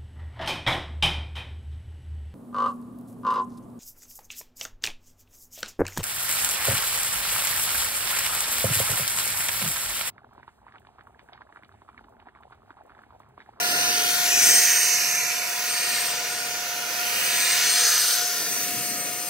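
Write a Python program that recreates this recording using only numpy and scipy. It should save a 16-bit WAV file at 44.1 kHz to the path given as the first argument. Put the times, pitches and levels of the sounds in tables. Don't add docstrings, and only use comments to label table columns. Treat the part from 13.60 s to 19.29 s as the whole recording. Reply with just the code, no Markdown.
import sys
import numpy as np
from scipy import signal
from scipy.fft import rfft, irfft
from scipy.io import wavfile
from scipy.ndimage import uniform_filter1d

SR = 44100
rng = np.random.default_rng(int(sys.argv[2]) if len(sys.argv) > 2 else 0)


def nominal_scale(level):
    x = np.asarray(level, float) / 20
    return 10 ** x


def generate_wav(signal):
    frames = np.transpose(np.atleast_2d(signal))
    scaled = np.clip(frames, -1, 1) * 32767
    pcm = np.round(scaled).astype(np.int16)
    wavfile.write(sys.argv[1], SR, pcm)


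N = 250929
FRAME, HOP = 512, 128


def in_time(rows, s):
    t, *columns = np.transpose(rows)
    return np.array([np.interp(s, t, column) for column in columns])


def at_hz(points, hz):
    at, value = np.array(points)[:, 0], np.array(points)[:, 1]
    return np.interp(np.log(hz + 1), np.log(at), value)


def in_pitch(rows, hz):
    at, *columns = np.transpose(rows)
    return [at_hz(np.c_[at, column], hz)[:, None] for column in columns]


def across(centres, columns, hz):
    blend = np.array([at_hz(np.c_[centres, row], hz) for row in np.eye(len(centres))])
    return blend.T @ columns


def bump(hz, centre, width):
    return 1 / (1 + (2 * (hz - centre) / width) ** 2)


def drift(rate, per_s, count, size):
    r = np.exp(-2 * np.pi * rate / per_s)
    noise = rng.standard_normal((count, 2 * size))
    slow = signal.lfilter([1], [1, -2 * r, r * r], noise)[:, size:]
    return slow / slow.std(axis=1, keepdims=True)


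def patches(rate, hz, s):
    centres = np.linspace(17, 127, 70) ** 2
    return across(centres, drift(rate, SR / HOP, count=70, size=len(s)), hz)


def frames(x):
    return signal.stft(x, SR, nperseg=FRAME, noverlap=FRAME - HOP)


# start_s, extra_path_ms
PAVING_ECHO = [
    (0, 3.0),
    (1, 2.6),
    (2, 3.2),
    (3.4, 3.4),
    (4.3, 2.4),
    (5, 3.0),
    (5.69, 3.3),
]
PAVING_SHARE = .3


def paving(hz, s):
    lag_s = in_time(PAVING_ECHO, s)[0] / 1000
    return 1 + PAVING_SHARE * np.exp(-2j * np.pi * hz[:, None] * lag_s)


# start_s, intake_facing_db, grille_aim_db, blade_tips_in_sight_db, shroud_in_sight_db
PACK_TURNS = [(0.0, -28, -5.5, -3.5, -6), (0.05, -27.5, -6.5, -4, -4.5), (0.22, -26, -5, -6, -2.5),
              (0.6, -26, -3.5, -2.5, -2), (0.73, -20.5, -2, -6.5, -9), (0.9, -17.5, -3.5, -5, -7.5),
              (1.39, -22, -4.5, -9.5, -10), (1.95, -30.5, -4.5, -5, -7.5), (2.38, -26, -8.5, -9.5, -5),
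              (2.62, -31.5, -5, -6.5, -6.5), (3.25, -33, -4.5, -5.5, -6), (3.61, -27.5, -8, -4.5, -5),
              (3.9, -23.5, -8, -8.5, -6.5), (4.26, -21, -4, -7.5, 0), (4.53, -25, -3.5, -2, 1),
              (4.66, -27.5, -2, -4.5, -1.5), (4.83, -30, -5.5, -3, -4), (5.69, -34, -6, -5, -8)]
# start_s, jet_db, tube_mouth_db
TUBE_SWINGS = [(0.0, -43, -36.5), (0.65, -49, -36.5), (0.97, -46.5, -37), (1.08, -54, -39),
               (1.39, -59.5, -44), (1.92, -57.5, -39), (2.44, -55.5, -44.5), (2.54, -56.5, -39),
               (3.77, -53, -41.5), (3.85, -58.5, -40.5), (4.48, -54, -36.5), (4.77, -51, -41.5),
               (4.82, -44, -42), (4.88, -46, -44.5), (5.28, -45, -50), (5.32, -42, -47.5), (5.63, -51, -50),
               (5.69, -54, -52)]


def movements(s):
    moves = np.vstack([in_time(PACK_TURNS, s), in_time(TUBE_SWINGS, s)])
    return moves - moves.mean(axis=1, keepdims=True)


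# start_s, blade_pitch_hz
SHAFT_SPEED = [(0, 8562), (.55, 8568), (.7, 8540), (.92, 8570), (1.05, 8595), (1.3, 8600), (1.45, 8560),
               (2.2, 8568), (2.52, 8558), (2.72, 8590), (3.3, 8570), (3.95, 8565), (4.22, 8590),
               (4.34, 8535), (4.5, 8585), (4.65, 8550), (5.3, 8542), (5.69, 8595)]


def blade_pitch(s):
    return in_time(SHAFT_SPEED, s)[0]


# multiple, level_db
SHAFT_ORDERS = [
    (1, 0),
    (2, -12),
    (3, -10),
    (4, -12),
    (6, -12),
    (7, -7),
    (10, -13),
]
# start_s, level_db
CASING_LEVEL = [(0.0, -39.5), (0.08, -38), (0.95, -40.5), (1.06, -46), (3.34, -44.5), (3.42, -39),
                (3.56, -48), (4.26, -43.5), (4.44, -55.5), (4.61, -39.5), (4.71, -43), (4.8, -50),
                (5.09, -43), (5.69, -45)]
HUM_LIFT_DB = 2.5
WHINE_ORDER = 12


def motor_hum():
    s = np.arange(N) / SR
    steady_hz = uniform_filter1d(blade_pitch(s), SR // 6, mode="nearest") / WHINE_ORDER
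    turn = 2 * np.pi * np.cumsum(steady_hz) / SR
    fading = 0.56 * drift(8.2, SR / HOP, count=len(SHAFT_ORDERS), size=N // HOP + 1)
    fading = fading.repeat(HOP, axis=1)[:, :N]
    fading[0] *= .3
    hum = 0
    for (multiple, level_db), fade_db in zip(SHAFT_ORDERS, fading):
        hum = hum + nominal_scale(level_db + fade_db) * np.sin(multiple * turn + multiple * multiple)
    return np.sqrt(2) * nominal_scale(in_time(CASING_LEVEL, s)[0] + HUM_LIFT_DB) * hum


# centre_s, half_length_s, depth_db
WHINE_FADES = [(0, 0.11, -10), (0.37, 0.33, -8), (0.703, 0.14, -28), (1.4, 0.14, -14), (1.72, 0.26, -23),
               (2.022, .06, -23), (2.62, .08, -13), (2.85, 0.32, -4), (3.032, 0.13, -47),
               (3.337, 0.46, -12.5), (4.004, 0.07, -16), (4.308, 0.039, -6), (4.594, .04, -20),
               (4.73, 0.089, -22), (4.867, .06, -17), (4.993, .04, -13), (5.116, .1, -6),
               (5.342, 0.032, -13), (5.507, 0.054, -6), (5.585, 0.023, -2)]
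WHINE_DB, WHINE_BY_FACING = -33.5, 0.84
SWAY_HZ, FLUTTER_HZ, FLICKER_DB = 10.17, 14, 2.3


def blade_whine():
    s = np.arange(N) / SR
    faded_db = sum(db * np.clip(1 - np.abs(s - at) / half, 0, 1) for at, half, db in WHINE_FADES)
    level_db = WHINE_DB + WHINE_BY_FACING * movements(s)[0] + faded_db
    flutter, flicker = drift(40, SR, count=2, size=N)
    flutter = flutter - uniform_filter1d(flutter, SR // 16)
    sway = drift(6, SR, count=1, size=N)[0]
    pitch_hz = blade_pitch(s) + SWAY_HZ * sway + FLUTTER_HZ * flutter
    phase = 2 * np.pi * np.cumsum(pitch_hz) / SR
    return np.sqrt(2) * nominal_scale(level_db + FLICKER_DB * flicker) * np.sin(phase)


# pitch_hz, level_db (per Hz)
AIR_SPECTRUM = [(20, -59), (60, -38), (130, -14), (650, -16.5), (1150, -16.5), (1700, -9), (3300, -9),
                (4400, -8.5), (5600, -7), (7700, -8), (9700, -11), (12200, -11.5), (14300, -11),
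                (15800, -13)]
# pitch_hz, width_hz, rise_db
HOUSING_MODES = [(479, 99, 9), (694, 100, 6.5), (762, 52, -2.5), (994, 120, 7.5), (1126, 77, -3),
                 (1250, 79, 5), (1419, 112, 10), (1620, 46, -8), (1650, 77, 4.5), (1860, 390, 5.5),
                 (2053, 140, -3), (2406, 550, 6), (4730, 620, 4), (6122, 840, 10), (11660, 240, 3.5),
                 (12900, 320, 5), (15500, 520, 2), (2870, 82, 3.5), (4260, 180, 4.5)]
AIR_DB, CUTOFF_HZ = -24, 15760


def turbulence():
    hz = np.arange(N // 2 + 1) * SR / N
    resonance_db = sum(rise_db * bump(hz, at, width) for at, width, rise_db in HOUSING_MODES)
    colour = nominal_scale(at_hz(AIR_SPECTRUM, hz) + resonance_db) * (hz < CUTOFF_HZ)
    air = irfft(rfft(rng.standard_normal((2, N))) * colour, N)
    return nominal_scale(AIR_DB) * air / air.std()


# pitch_hz, share (dB per dB)
FACING_SHARE = [(970, 0), (1210, .5), (1430, 0), (1760, 0.98), (3400, 0.66), (6050, 1.0), (7600, 1.3),
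                (10000, 1.0)]
GRILLE_SHARE = [(1430, -0.44), (1760, -1.16), (4500, -.8), (6050, 1.0), (7600, -0.42), (10000, -0.26),
                (12400, 0.23), (14800, -.9)]
TIPS_SHARE = [(190, -0.32), (460, -0.35), (2450, 0.13), (3400, 0.094), (6050, -0.26), (8600, 0.39),
              (10000, 1.3), (12400, 1.1)]
SHROUD_SHARE = [(970, -0.15), (1210, 0.51), (1430, 0.43), (2450, -0.59), (3400, 0.43), (4500, 0.8),
                (6050, 0)]
JET_SHARE = [(60, 1), (120, -0.085), (250, 1.0), (460, 0.43), (715, 0.31), (970, -0.025), (1430, -0.055)]
MOUTH_SHARE = [(460, .1), (970, 0.82), (1210, -0.34), (1430, 1.0), (1760, 0.09), (3400, 0.36),
               (7600, -0.024), (10000, -0.31)]
PATCHY_DB, SWIRL_DB = 1.5, 0.17


def swell(hz, s):
    followed = (FACING_SHARE, GRILLE_SHARE, TIPS_SHARE, SHROUD_SHARE, JET_SHARE, MOUTH_SHARE)
    shares = np.array([at_hz(share, hz) for share in followed])
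    level_db = shares.T @ movements(s)
    level_db = level_db - 10 * np.log10(np.mean(nominal_scale(2 * level_db), axis=1, keepdims=True))
    swirl = drift(8.3, SR / HOP, count=1, size=len(s))
    return nominal_scale(level_db + PATCHY_DB * patches(2.85, hz, s) + SWIRL_DB * swirl)


# start_s, end_s, start_hz, end_hz, depth_db
DROP_OUTS = [(0, .3, 3280, 3220, -24), (0, .45, 7200, 7200, -30), (0, .18, 2250, 2200, -19),
             (.42, .65, 2650, 3050, -17), (.55, .8, 10000, 9600, -16), (.75, .88, 15000, 14600, -16),
             (.88, 1.2, 3620, 3480, -19), (.9, 1.2, 9800, 10100, -22), (1.17, 1.7, 3370, 3260, -26),
             (1.2, 2, 10000, 9700, -12), (1.3, 1.85, 15200, 15600, -14), (1.76, 1.98, 3380, 3080, -21),
             (.95, 1.6, 7650, 8150, -11), (2, 2.4, 3330, 3520, -14), (1.86, 1.96, 4000, 3930, -14),
             (2.52, 2.65, 10700, 10700, -17), (3.4, 3.9, 3500, 3150, -10), (3.7, 3.8, 10000, 10000, -15),
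             (4, 4.28, 14600, 11700, -10), (4.58, 4.75, 820, 820, -25), (4.85, 5.02, 3050, 3150, -14),
             (5, 5.4, 820, 820, -25), (5.32, 5.45, 3600, 3600, -12), (5.35, 5.44, 5550, 5550, -11)]
NOTCH_HZ, NOTCH_SHARE = 35, .002


def cancelled(hz, s):
    listed = 0
    for start, end, from_hz, to_hz, depth_db in DROP_OUTS:
        width = NOTCH_HZ - NOTCH_SHARE * from_hz * depth_db
        on = np.clip(np.minimum(s - start, end - s) / .06 + .5, 0, 1)
        glide_hz = np.interp(s, [start, end], [from_hz, to_hz])
        listed = listed + depth_db * on * bump(hz[:, None], glide_hz, width)
    narrow = across(np.linspace(2000, 16000, 140), drift(5, SR / HOP, count=140, size=len(s)), hz)
    stray = 13 * np.maximum(narrow - .95, 0) * (hz > 2000)[:, None]
    return listed * (1 + .2 * narrow) - stray


# start_s, bearing (below 0 right, above 0 left), nearness_db, phone_roll (-1 to 1)
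PACK_PLACE = [(0, -0.42, 12.5, 0.022), (.6, -0.35, 12, 0.053), (.9, -0.43, 6, 0.57),
              (1.12, -0.27, -2, 0.97), (1.35, -1.1, -6, .95), (1.7, -1.7, -4.5, 0.78),
              (2.1, -0.81, -1, -0.6), (2.4, -0.68, -0.5, -0.28), (2.75, -0.57, 1.5, -0.31),
              (3.1, -0.6, 1.5, -0.072), (3.6, -1.15, 0, -0.55), (3.95, -0.8, -4, -0.19),
              (4.2, 0.077, -1, .2), (4.35, -0.19, -8.5, .2), (4.55, 0.31, -3.5, -.2), (4.9, 1, -3.5, -0.17),
              (5.69, 1, -4, -.1)]
# pitch_hz, level_db
PORT_DIFFERENCE = [(60, -15), (250, -22), (700, -12.5), (1300, -10.5), (2400, -4.5), (3300, -2), (4400, -5),
                   (6200, -2.5), (7200, -6.5), (8300, -8.5), (9300, -3), (10300, -0.5), (13000, -4),
                   (16000, -2)]
# pitch_hz, dead_ahead_null_share, by_nearness, by_facing, by_jet (dB per dB)
WIDENING = [(200, 0.28, 0.9, 0.052, -0.63), (900, 1.0, 0.8, -0.041, 0.35), (2390, 0.43, .8, -0.4, -0.16),
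            (3400, 0.1, 0.4, 0.058, -0.14), (4500, 0.24, -0.1, 0.032, 0.18), (6100, 0.12, 0, -0.58, 0.61),
            (7500, 0.14, 0, -0.4, 0.36), (9550, 0.22, 0.4, 0, -0.22)]
# pitch_hz, at_rest, per_bearing, per_roll, per_nearness_db
LEFT_LEAN = [(300, -0.36, 0, 0.13, 0), (1200, -0.04, 0.65, 0.13, 0), (2700, 0.3, 0.75, 0.56, 0.02),
             (4700, -0.23, 0.22, -0.54, 0), (6100, -0.065, 0.079, -0.76, 0), (8600, 0.46, 0, -0.54, 0),
             (12000, 0.49, 0.11, 0.099, .06)]
# pitch_hz, lead_per_bearing
LEFT_LEAD = [(200, .1), (700, 1), (2500, 0.41), (3400, 1), (4500, .6), (6100, .3), (8000, 0)]
AHEAD_BLUR, BEARING_KNEE = 0.18, 0.7
WANDER, SPLIT_DB = .7, 2.5


def port_width(hz, s):
    bearing, near_db, _ = in_time(PACK_PLACE, s)
    facing, _, _, _, jet, _ = movements(s)
    by_null, by_near, by_facing, by_jet = in_pitch(WIDENING, hz)
    null_db = 10 * np.log10(bearing ** 2 + AHEAD_BLUR ** 2)
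    null_db = null_db - null_db.mean()
    spread_db = by_null * null_db + by_near * near_db + by_facing * facing + by_jet * jet
    return nominal_scale(at_hz(PORT_DIFFERENCE, hz)[:, None] + spread_db + SPLIT_DB * patches(4.3, hz, s))


def port_tie(hz, s):
    bearing, near_db, roll = in_time(PACK_PLACE, s)
    rest, by_bearing, by_roll, by_close = in_pitch(LEFT_LEAN, hz)
    aside = np.tanh(bearing / BEARING_KNEE)
    lean = rest + by_bearing * aside + by_roll * roll + by_close * near_db
    lead = at_hz(LEFT_LEAD, hz)[:, None] * aside
    wander = WANDER * (.5 * patches(1.0, hz, s) + 1j * patches(1.0, hz, s))
    tie = lean + 1j * lead + wander
    return tie / np.maximum(np.abs(tie) / .95, 1)


def ports(direct, scattered, lines, hz, s):
    tie = port_tie(hz, s)
    unrelated = np.sqrt(1 - np.abs(tie) ** 2) * scattered
    side = port_width(hz, s) * (tie * (direct + lines) + unrelated)
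    loss = nominal_scale(cancelled(hz, s))
    middle_band = (hz[:, None] > 1000) & (hz[:, None] < 8000)
    mid = direct * loss + lines * np.where(middle_band, loss, 1)
    left_right = np.array([mid + side, mid - side])
    return signal.istft(left_right, SR, nperseg=FRAME, noverlap=FRAME - HOP)[1][:, :N]


def scene():
    hz, s, air = frames(turbulence())
    direct, scattered = air * swell(hz, s) * paving(hz, s)
    lines = frames(motor_hum() + blade_whine())[2]
    return ports(direct, scattered, lines, hz, s)


def roll_off(x):
    return signal.sosfilt(signal.butter(12, 17020, fs=SR, output="sos"), x)


def record(dry):
    return roll_off(dry)


dry = scene()
out = record(dry)
generate_wav(out)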